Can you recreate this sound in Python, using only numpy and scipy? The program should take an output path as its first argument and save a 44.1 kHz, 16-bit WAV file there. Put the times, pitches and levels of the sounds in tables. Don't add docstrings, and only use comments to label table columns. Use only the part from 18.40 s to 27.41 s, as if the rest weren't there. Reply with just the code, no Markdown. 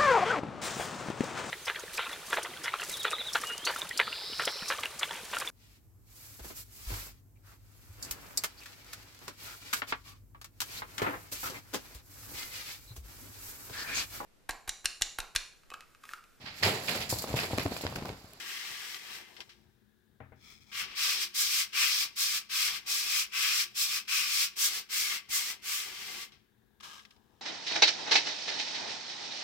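import sys
import numpy as np
from scipy import signal
from scipy.fft import rfft, irfft, next_fast_len
from scipy.io import wavfile
from scipy.ndimage import uniform_filter1d, map_coordinates

SR = 44100
rng = np.random.default_rng(int(sys.argv[2]) if len(sys.argv) > 2 else 0)


def log_audio(samples):
    frames = np.atleast_2d(samples).T
    limited = np.clip(frames, -1, 1)
    pcm = np.round(limited * 32767).astype(np.int16)
    wavfile.write(sys.argv[1], SR, pcm)


N = 397341
TIME = np.arange(N) / SR
SIZE = next_fast_len(N + SR // 2)
HZ = np.maximum(np.fft.rfftfreq(SIZE, 1 / SR), 1)


def from_db(db):
    return 10 ** (np.asarray(db) / 20)


def rms_one(x):
    return x / np.sqrt(np.mean(x.mean(axis=0) ** 2) + 1e-20)


def in_time(rows):
    times, *columns = np.transpose(rows)
    return [np.interp(TIME, times, column) for column in columns]


def over_hz(rows):
    hz, *columns = np.transpose(rows)
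    return np.array([np.interp(np.log(HZ), np.log(hz), column) for column in columns])


def resonance(hz, width):
    return 1 / (1 + 1j * (HZ ** 2 - hz ** 2) / (HZ * width))


def below(hz, order):
    return 1 / np.sqrt(1 + (HZ / hz) ** (2 * order))


def above(hz, order):
    return 1 / np.sqrt(1 + (hz / HZ) ** (2 * order))


def shape(x, response):
    return irfft(rfft(x, SIZE) * response, SIZE)[..., :N]


def glide(x, hz, width, block=256):
    radius = np.exp(-np.pi * width / SR)
    out, state = np.zeros_like(x), np.zeros((2, 2))
    for i in range(0, N, block):
        poles = [1, -2 * radius * np.cos(2 * np.pi * hz[i] / SR), radius ** 2]
        out[:, i:i + block], state = signal.lfilter([1, 0, -1], poles, x[:, i:i + block], zi=state)
    return out * (1 - radius ** 2) / 2


def level_evened(x):
    return x / np.sqrt(uniform_filter1d(np.mean(x ** 2, axis=0), SR // 10) + 1e-9)


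def drift(rate_hz):
    slow = shape(rng.standard_normal(N), below(rate_hz, order=2))
    return slow / slow.std()


def pan(left_db):
    return from_db(np.array([[.5], [-.5]]) * left_db)


def stereo(x, likeness):
    return np.sqrt(1 + likeness) * x[0] + np.sqrt(1 - likeness) * x[1] * [[1], [-1]]


# f/Hz, relative level/dB
FLOOR_SPECTRUM = [(18, -45.5), (30, -20.5), (55, -1), (85, -8.5), (114, -11.5), (182, -15), (213, 2),
                  (256, -15), (359, -16), (389, -9.5), (622, -24.5), (1640, -23.5), (2240, -27.5),
                  (8500, -32), (15500, -26.5)]
# f/Hz, left over right/dB
FLOOR_BALANCE = [(60, 8.8), (240, 18), (950, 8.5), (3770, 5.9), (15000, 3.0)]
# f/Hz, width/Hz, lift/dB
MIC_NOISE_BANDS = [(340, 70, 2), (1650, 200, 11), (3650, 600, 8)]


def noise_floor(level_db=-72.5):
    colour = from_db(over_hz(FLOOR_SPECTRUM)) * pan(over_hz(FLOOR_BALANCE))
    for hz, width, db in MIC_NOISE_BANDS:
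        colour = colour * (1 + (from_db(db) - 1) * resonance(hz, width))
    noise = stereo(rng.standard_normal((2, N)), likeness=0.23)
    return from_db(level_db) * rms_one(shape(noise, colour))


# f/Hz, level before trim/dB
HUM_TONES = [(118.4, -86), (215.3, -94), (355.3, -83)]


def hum(trim_db=-1.5, waver_db=5.5):
    tones = np.zeros(N)
    for hz, db in HUM_TONES:
        amplitude = np.sqrt(2) * from_db(db + trim_db + waver_db * drift(3))
        tones += amplitude * np.sin(2 * np.pi * hz * TIME + .7 * drift(2.5))
    return tones * pan(4.9)


def room_tail(x, wet_db=-19, t60=0.23, dull_hz=5000):
    age = TIME[:SR // 2]
    tail = rng.standard_normal((2, len(age))) * from_db(-60 * age / t60) * (age > .005)
    tail /= np.sqrt(np.sum(tail ** 2, axis=1, keepdims=True))
    return from_db(wet_db) * shape(x, rfft(tail, SIZE) * below(dull_hz, order=1))


# t/s, half-width/s, rumble/dB, drag/dB (both before trim)
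GRIP_SWELLS = [(.3, 0.046, -70, -80), (.76, 0.059, -71, -62.5), (1.01, 0.018, -68, -56.5),
               (1.25, 0.13, -68.5, -87), (1.75, 0.061, -71, -88), (2.1, 0.13, -66, -86),
               (2.42, 0.074, -61, -64), (4.3, 0.076, -68, -65.5), (6.91, 0.018, -61.5, -73),
               (7.68, 0.11, -68, -61.5), (7.95, 0.04, -67, -92), (8.5, 0.083, -72.5, -70),
               (8.9, 0.48, -74, -75.5)]


def handling(stroke_drag_db, hold_db=-77, rumble_trim_db=-2, drag_trim_db=-0.5, lumpy_db=2.5):
    rumble_power, drag_power = from_db(hold_db) ** 2, from_db(stroke_drag_db) ** 2
    for t, width, rumble_db, drag_db in GRIP_SWELLS:
        swell = np.exp(-((TIME - t) / width) ** 2)
        rumble_power = rumble_power + swell * from_db(rumble_db) ** 2
        drag_power = drag_power + swell * from_db(drag_db) ** 2
    shake = stereo(rng.standard_normal((2, N)), likeness=.6) * from_db(lumpy_db * drift(15))
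    rumble = rms_one(shape(shake, above(43, order=3) * below(150, order=2)) * pan(9))
    body = (0.31 + 0.52 * resonance(334, 110) - resonance(523, 100)
            + 0.64 * resonance(768, 120) - 1.39 * resonance(960, 130))
    drag = rms_one(shape(shake, above(220, order=2) * below(1100, order=4) * body) * pan(16.6))
    return (rumble * np.sqrt(rumble_power) * from_db(rumble_trim_db)
            + drag * np.sqrt(drag_power) * from_db(drag_trim_db))


# t/s, relative level/dB
BOWL_BUMPS = [(1.803, -44), (1.921, -52)]
# f/Hz, relative level/dB, t60/s
KNOCK_MODES = [(87, 0.5, 0.59), (125, 2, 0.37), (214, -3, 0.3), (270, -7.5, 0.47), (474, 6, 0.067),
               (630, 1.5, 0.15), (783, 0.5, 0.12), (1080, -15, .1), (1505, 1, 0.043), (2120, -19, .08),
               (2360, -15, .08)]


def bumps(ring_db=-9, thud_db=-11, thud_t60=0.28, thud_hz=2200):
    out = np.zeros((2, N))
    age = TIME[:SR // 2]
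    muffle = signal.butter(6, thud_hz, fs=SR, output="sos")
    for t, db in BOWL_BUMPS:
        ring = sum(from_db(mode_db - 60 * age / t60) * np.sin(2 * np.pi * hz * age) * rng.choice([-1, 1])
                   for hz, mode_db, t60 in KNOCK_MODES)
        noise = rms_one(signal.sosfilt(muffle, rng.standard_normal((2, len(age)))))
        thud = noise * from_db(thud_db - 60 * age / thud_t60)
        start = int(t * SR)
        out[:, start:start + len(age)] += from_db(db) * (from_db(ring_db) * ring + thud)
    return out * pan(8.5)


def grit(per_s, spread_db):
    chance = np.clip(per_s / SR, .001, 1)
    force = from_db(spread_db * np.minimum(rng.exponential(1, (2, N)), 4))
    direction = rng.choice([-1, 1], (2, N))
    caught = rng.random((2, N)) < chance
    return rms_one(force * direction * caught / np.sqrt(chance))


def brush(curve, peaks, per_s, spread_db, left_db, likeness, top_hz, fade_s=0.0091):
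    level_db, = in_time(curve)
    inside_s = np.minimum(TIME - curve[0][0], curve[-1][0] - TIME)
    gate = np.clip(1 + inside_s / fade_s, 0, 1)
    body = sum(from_db(db) * resonance(hz, width) for hz, width, db in peaks)
    slips = stereo(grit(per_s, spread_db), likeness)
    sound = shape(slips, body * below(top_hz, order=2) * above(590, order=2))
    return rms_one(sound * pan(left_db)) * from_db(level_db) * gate


# t/s, level/dB
FINGER_LEVEL = [(8.41, -52), (8.418, -67), (8.436, -48), (8.578, -54.5), (8.702, -76), (8.706, -67),
                (8.792, -82), (9.0, -78)]
# f/Hz, width/Hz, relative level/dB
FINGER_MODES = [(1215, 150, 4.5), (1630, 67, 4.5), (2310, 950, -8), (3040, 610, -1), (3760, 410, -8),
                (5080, 730, -7), (6860, 280, -30), (12300, 4600, -21)]


def finger_slide():
    return brush(FINGER_LEVEL, FINGER_MODES, per_s=3200, spread_db=3.5,
                 left_db=4.5, likeness=0.19, top_hz=10270)


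# t/s, level/dB
GRAZE_LEVEL = [(1.96, -80), (2.034, -63), (2.11, -55), (2.2, -68.5), (2.224, -62), (2.254, -71),
               (2.33, -57)]
# f/Hz, width/Hz, relative level/dB
GRAZE_MODES = [(1340, 140, 0), (2350, 240, 7.5), (3370, 300, 5), (4070, 420, -2), (5060, 470, 2.5),
               (14700, 3500, -10)]


def paper_graze():
    return brush(GRAZE_LEVEL, GRAZE_MODES, per_s=9700, spread_db=6.0,
                 left_db=7.0, likeness=0.1, top_hz=15000)


# f/Hz, left level/dB, right level/dB (both relative)
RASP_SPECTRUM = [(574, -1, -8), (970, -14, -6.5), (1280, -7, -12), (1950, -6, -13.5), (2800, -3, -1.5),
                 (3970, 2.5, -0.5), (5590, 2, 3), (6620, -8.5, -10), (7220, -6.5, -8.5),
                 (10570, -17, -14.5), (11500, -8.5, -15.5), (12860, -20.5, -14), (14500, -19.5, -7),
                 (15750, -23, -16.5)]
# f/Hz, width/Hz, left lift/dB, right lift/dB
BOWL_MODES = [(1149, 43, 10.5, 1), (1630, 130, 5, 2.5), (2087, 160, 5, 3.5), (2530, 510, 4.5, -0.5),
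              (3245, 250, 5.5, -11.5), (3500, 220, -0.5, -0.5)]


def bowl_colour(rounding_hz=600):
    rasp_db = uniform_filter1d(over_hz(RASP_SPECTRUM), size=int(rounding_hz * SIZE / SR))
    colour = from_db(rasp_db) * above(1060, order=12)
    for hz, width, left_db, right_db in BOWL_MODES:
        colour = colour * (1 + (from_db([[left_db], [right_db]]) - 1) * resonance(hz, width))
    return colour


# t/s, relative level/dB, t60/s
SNAG_BURSTS = [(0.5474, -34, 0.035), (0.9657, -42, 0.14), (1.0043, -33, 0.083), (1.093, -46, 0.23),
               (7.92, -50, 0.25), (8.4016, -48, 0.061), (8.4307, -45, 0.06), (8.594, -44, 0.045),
               (8.651, -42, 0.037), (8.7083, -46.5, 0.038), (8.763, -58, 0.061)]
# t/s, peak level before panning/dB
GRAIN_SNAPS = [(0.5457, -21), (5.6805, -25)]


def snags(burst_db=-6, top_hz=7000, wood_lift=0.93, wood_hz=2800):
    colour = bowl_colour() * below(top_hz, order=1) * (1 + wood_lift * below(wood_hz, order=4))
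    colour /= np.sqrt(np.mean(abs(colour) ** 2))
    click_height = abs(irfft(colour, SIZE).mean(axis=0)).max()
    bursts, clicks = np.zeros(N), np.zeros(N)
    for t, db, t60 in SNAG_BURSTS:
        bursts += (TIME >= t) * from_db(db + burst_db - 60 * np.maximum(TIME - t, 0) / t60)
    for t, db in GRAIN_SNAPS:
        clicks[round(t * SR)] = from_db(db) / click_height
    return pan(2.5) * shape(rng.standard_normal((2, N)) * bursts + clicks, colour)


# t/s, rasp/dB, wood over rasp/dB (both before trim)
OUTSIDE_PASS = [(0.0, -49, 3.5), (0.054, -51, 2), (0.082, -46.5, 1.5), (0.3, -48, 2), (0.358, -49.5, 2),
                (0.542, -48, -0.5), (0.612, -56, 2.5), (0.756, -49.5, 1), (0.862, -65.5, 6.5),
                (0.95, -66, 1)]


def light_pass(hiss_db=-4.5, sheet_hz=1840, sheet_share=0.71, lift_off_db_per_s=54):
    rasp_db, wood_db = in_time(OUTSIDE_PASS)
    end = OUTSIDE_PASS[-1][0]
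    lifted_db = lift_off_db_per_s * np.maximum(TIME - end, 0)
    swing_db = rasp_db - rasp_db[TIME < end].mean()
    drag_db = -64 + 0.18 * swing_db
    controls = rasp_db - lifted_db, wood_db, hiss_db, drag_db - lifted_db, sheet_hz, sheet_share
    return np.array(np.broadcast_arrays(*controls))


def hand_speed_db(start, stop, bite_db, attack, brake_s=0.038, creep_db=-16.5, creep_s=0.079):
    bite, creep = from_db(bite_db), from_db(creep_db)
    power = np.maximum(1.134 - 0.04 * (bite_db + 19), .5)
    rise = np.sin(np.pi / 2 * np.clip((TIME - start) / attack, 0, 1)) ** power
    late = np.maximum(TIME - stop, 0)
    fall = (1 - creep) * np.exp(-(late / brake_s) ** 2) + creep * np.exp(-late / creep_s)
    return 20 * np.log10((bite + (1 - bite) * rise) * fall + 1e-9)


# start t/s, braking t/s,
# bite re full speed/dB, attack/s, easing t/s, easing depth/dB, first push/dB, second push/dB,
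# wood over rasp in the first push/dB, in the second/dB, hiss over rasp/dB, drag/dB,
# sheet resonance f/Hz, its share/0-1
RIM_STROKES = [(2.311, 2.544, -24, 0.12, 2.47, 6.5, -39.0, -54.0, 1.0, 4, -9, -66, 2260.0, 0.2),
               (2.554, 2.815, -16.0, 0.096, 2.786, 5.5, -33.5, -31.5, -4, -6, -4.5, -62.0, 2460, 0.44),
               (2.941, 3.204, -14, 0.091, 3.082, 4, -31.5, -33.0, -8.5, -4.5, -1.5, -64, 2280, 0.36),
               (3.326, 3.621, -21.5, 0.11, 3.5, 2.0, -30.5, -32.5, -0.5, -6.5, -4.5, -60.5, 2410, 0.66),
               (3.755, 3.961, -23.5, 0.067, 3.879, 1.5, -33.0, -36.0, -8, -4.5, -2.0, -66.5, 2370, 0.47),
               (4.093, 4.337, -18.5, 0.098, 4.33, 7, -33.5, -34, -3.5, -3, -3.5, -65.5, 2320, 0.26),
               (4.459, 4.801, -20.5, 0.06, 4.66, 4.0, -35.0, -34, -6.5, -2.5, -2.5, -61.5, 2450.0, 0.75),
               (4.918, 5.205, -21.0, 0.11, 5.107, 1.0, -34.0, -33, 1.0, -4.5, -3.5, -64, 2470, 0.56),
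               (5.346, 5.563, -22.5, 0.08, 5.48, 4.0, -32, -36.5, -8.5, -3.5, -2, -65.5, 2450, 0.76),
               (5.677, 6.031, -13.5, 0.087, 5.878, 4.5, -33.5, -32.5, -0.5, -5, -3, -67.0, 2480.0, 0.8),
               (6.16, 6.371, -21, 0.12, 6.307, 5.5, -31, -39.0, -6.5, -4.5, 0, -60, 2170, 0.35),
               (6.491, 6.747, -21.0, 0.087, 6.663, 0.5, -35.5, -39.5, -4.0, 0, -2, -62.0, 2140, 0.6),
               (6.887, 7.101, -23.0, 0.094, 7.02, 2, -35.0, -41.5, -4, -2, 0.5, -59, 2140, 0.5),
               (7.218, 7.822, -25.5, 0.12, 7.5, 5.5, -39, -47.5, -2, -0.5, -1.5, -64, 2110, 0.28)]


def firm_strokes(ease_share=0.16, sag_hz_per_s=250):
    strokes = np.array(RIM_STROKES)
    current = np.maximum(np.searchsorted(strokes[:, 0], TIME, side="right") - 1, 0)
    (start, stop, bite_db, attack, ease_at, ease_db, first_db, second_db,
     first_wood_db, second_wood_db, hiss_db, drag_db, sheet_hz, sheet_share) = strokes[current].T
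    speed_db = hand_speed_db(start, stop, bite_db, attack)
    past_easing = (TIME - ease_at) / (ease_share * (stop - start))
    second_push = (1 + np.tanh(past_easing)) / 2
    easing_db = ease_db * np.exp(-past_easing ** 2)
    push_db = (second_db - first_db) * (second_push - .5) - easing_db
    rasp_db = (first_db + second_db) / 2 + push_db + speed_db
    drag_db = drag_db + 0.54 * speed_db
    wood_db = first_wood_db + (second_wood_db - first_wood_db) * second_push
    wood_db = wood_db + 0.18 * easing_db - 0.16 * speed_db
    hiss_db = hiss_db + 0.57 * push_db + 0.23 * speed_db
    sheet_hz = sheet_hz - sag_hz_per_s * (np.clip(TIME, start, stop) - (start + stop) / 2)
    return np.array([rasp_db, wood_db, hiss_db, drag_db, sheet_hz, sheet_share])


def stroke_controls(give_s=.011):
    controls = np.where(TIME < RIM_STROKES[0][0], light_pass(), firm_strokes())
    return uniform_filter1d(controls, size=int(give_s * SR), axis=-1)


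# delay/ms, change over a stroke/ms, level re direct/dB
ECHO_PATHS = [(.9, 0.34, -25), (2.3, .6, -24.5), (4.1, .5, -12.5), (7.5, .6, -13)]


def reflections(x):
    starts = [stroke[0] for stroke in RIM_STROKES]
    turns = [OUTSIDE_PASS[0][0], OUTSIDE_PASS[-1][0], *starts, RIM_STROKES[-1][1]]
    place = np.cos(np.pi * np.interp(TIME, turns, np.arange(len(turns)))) / 2
    out = x.copy()
    for k, (delay_ms, swing_ms, db) in enumerate(ECHO_PATHS):
        for side in (0, 1):
            lag = (delay_ms + (-1) ** (k + side) * swing_ms * place) * SR / 1000
            out[side] += from_db(db) * map_coordinates(x[side], [np.arange(N) - lag], order=2)
    return out


# f/Hz, likeness/0-1
BOWL_LIKENESS = [(900, 0.14), (1200, 0.86), (1600, .4), (2200, 0.28), (3000, 0.044)]


def sanding(rasp_db, wood_db, hiss_db, sheet_hz, sheet_share, wood_edge_hz=3200, hiss_edge_hz=6300,
            wood_trim_db=0.5, rasp_trim_db=-1.0, hiss_trim_db=1.5, judder_db=0.32, flicker_db=0.5):
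    force = from_db(rasp_db + judder_db * drift(70))
    grains_per_s = 22000 * from_db((rasp_db + 38) / 2)
    grains = reflections(grit(grains_per_s, spread_db=2.5))
    colour = bowl_colour()
    body_spectrum = stereo(rfft(grains, SIZE), over_hz(BOWL_LIKENESS))
    wood = irfft(body_spectrum * colour * below(wood_edge_hz, order=10), SIZE)[:, :N]
    mode_hz = sheet_hz + 40 * drift(6)
    sheet_mode = 1.53 * sheet_share * pan(1.7) * glide(wood, mode_hz, width=280)
    wood = level_evened(wood + sheet_mode)
    rasp = shape(grains, colour * above(wood_edge_hz, order=10) * below(hiss_edge_hz, order=10) * 1j)
    sheet_overtone = 0.45 * sheet_share * glide(rasp, 2.1 * mode_hz, width=380)
    rasp = level_evened(rasp + sheet_overtone)
    hiss = shape(grains, colour * above(hiss_edge_hz, order=10))
    bands = [(wood, wood_db + wood_trim_db), (rasp, rasp_trim_db), (hiss, hiss_db + hiss_trim_db)]
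    return force * sum(rms_one(band) * from_db(db + flicker_db * drift(17)) for band, db in bands)


def scene():
    rasp_db, wood_db, hiss_db, drag_db, sheet_hz, sheet_share = stroke_controls()
    touches = paper_graze() + finger_slide()
    strokes = sanding(rasp_db, wood_db, hiss_db, sheet_hz, sheet_share)
    close = touches + strokes + handling(drag_db) + snags() + bumps()
    return close + room_tail(close) + noise_floor() + hum()


def record(dry):
    return shape(dry, below(15950, order=200) ** 2)


dry = scene()
out = record(dry)
log_audio(out)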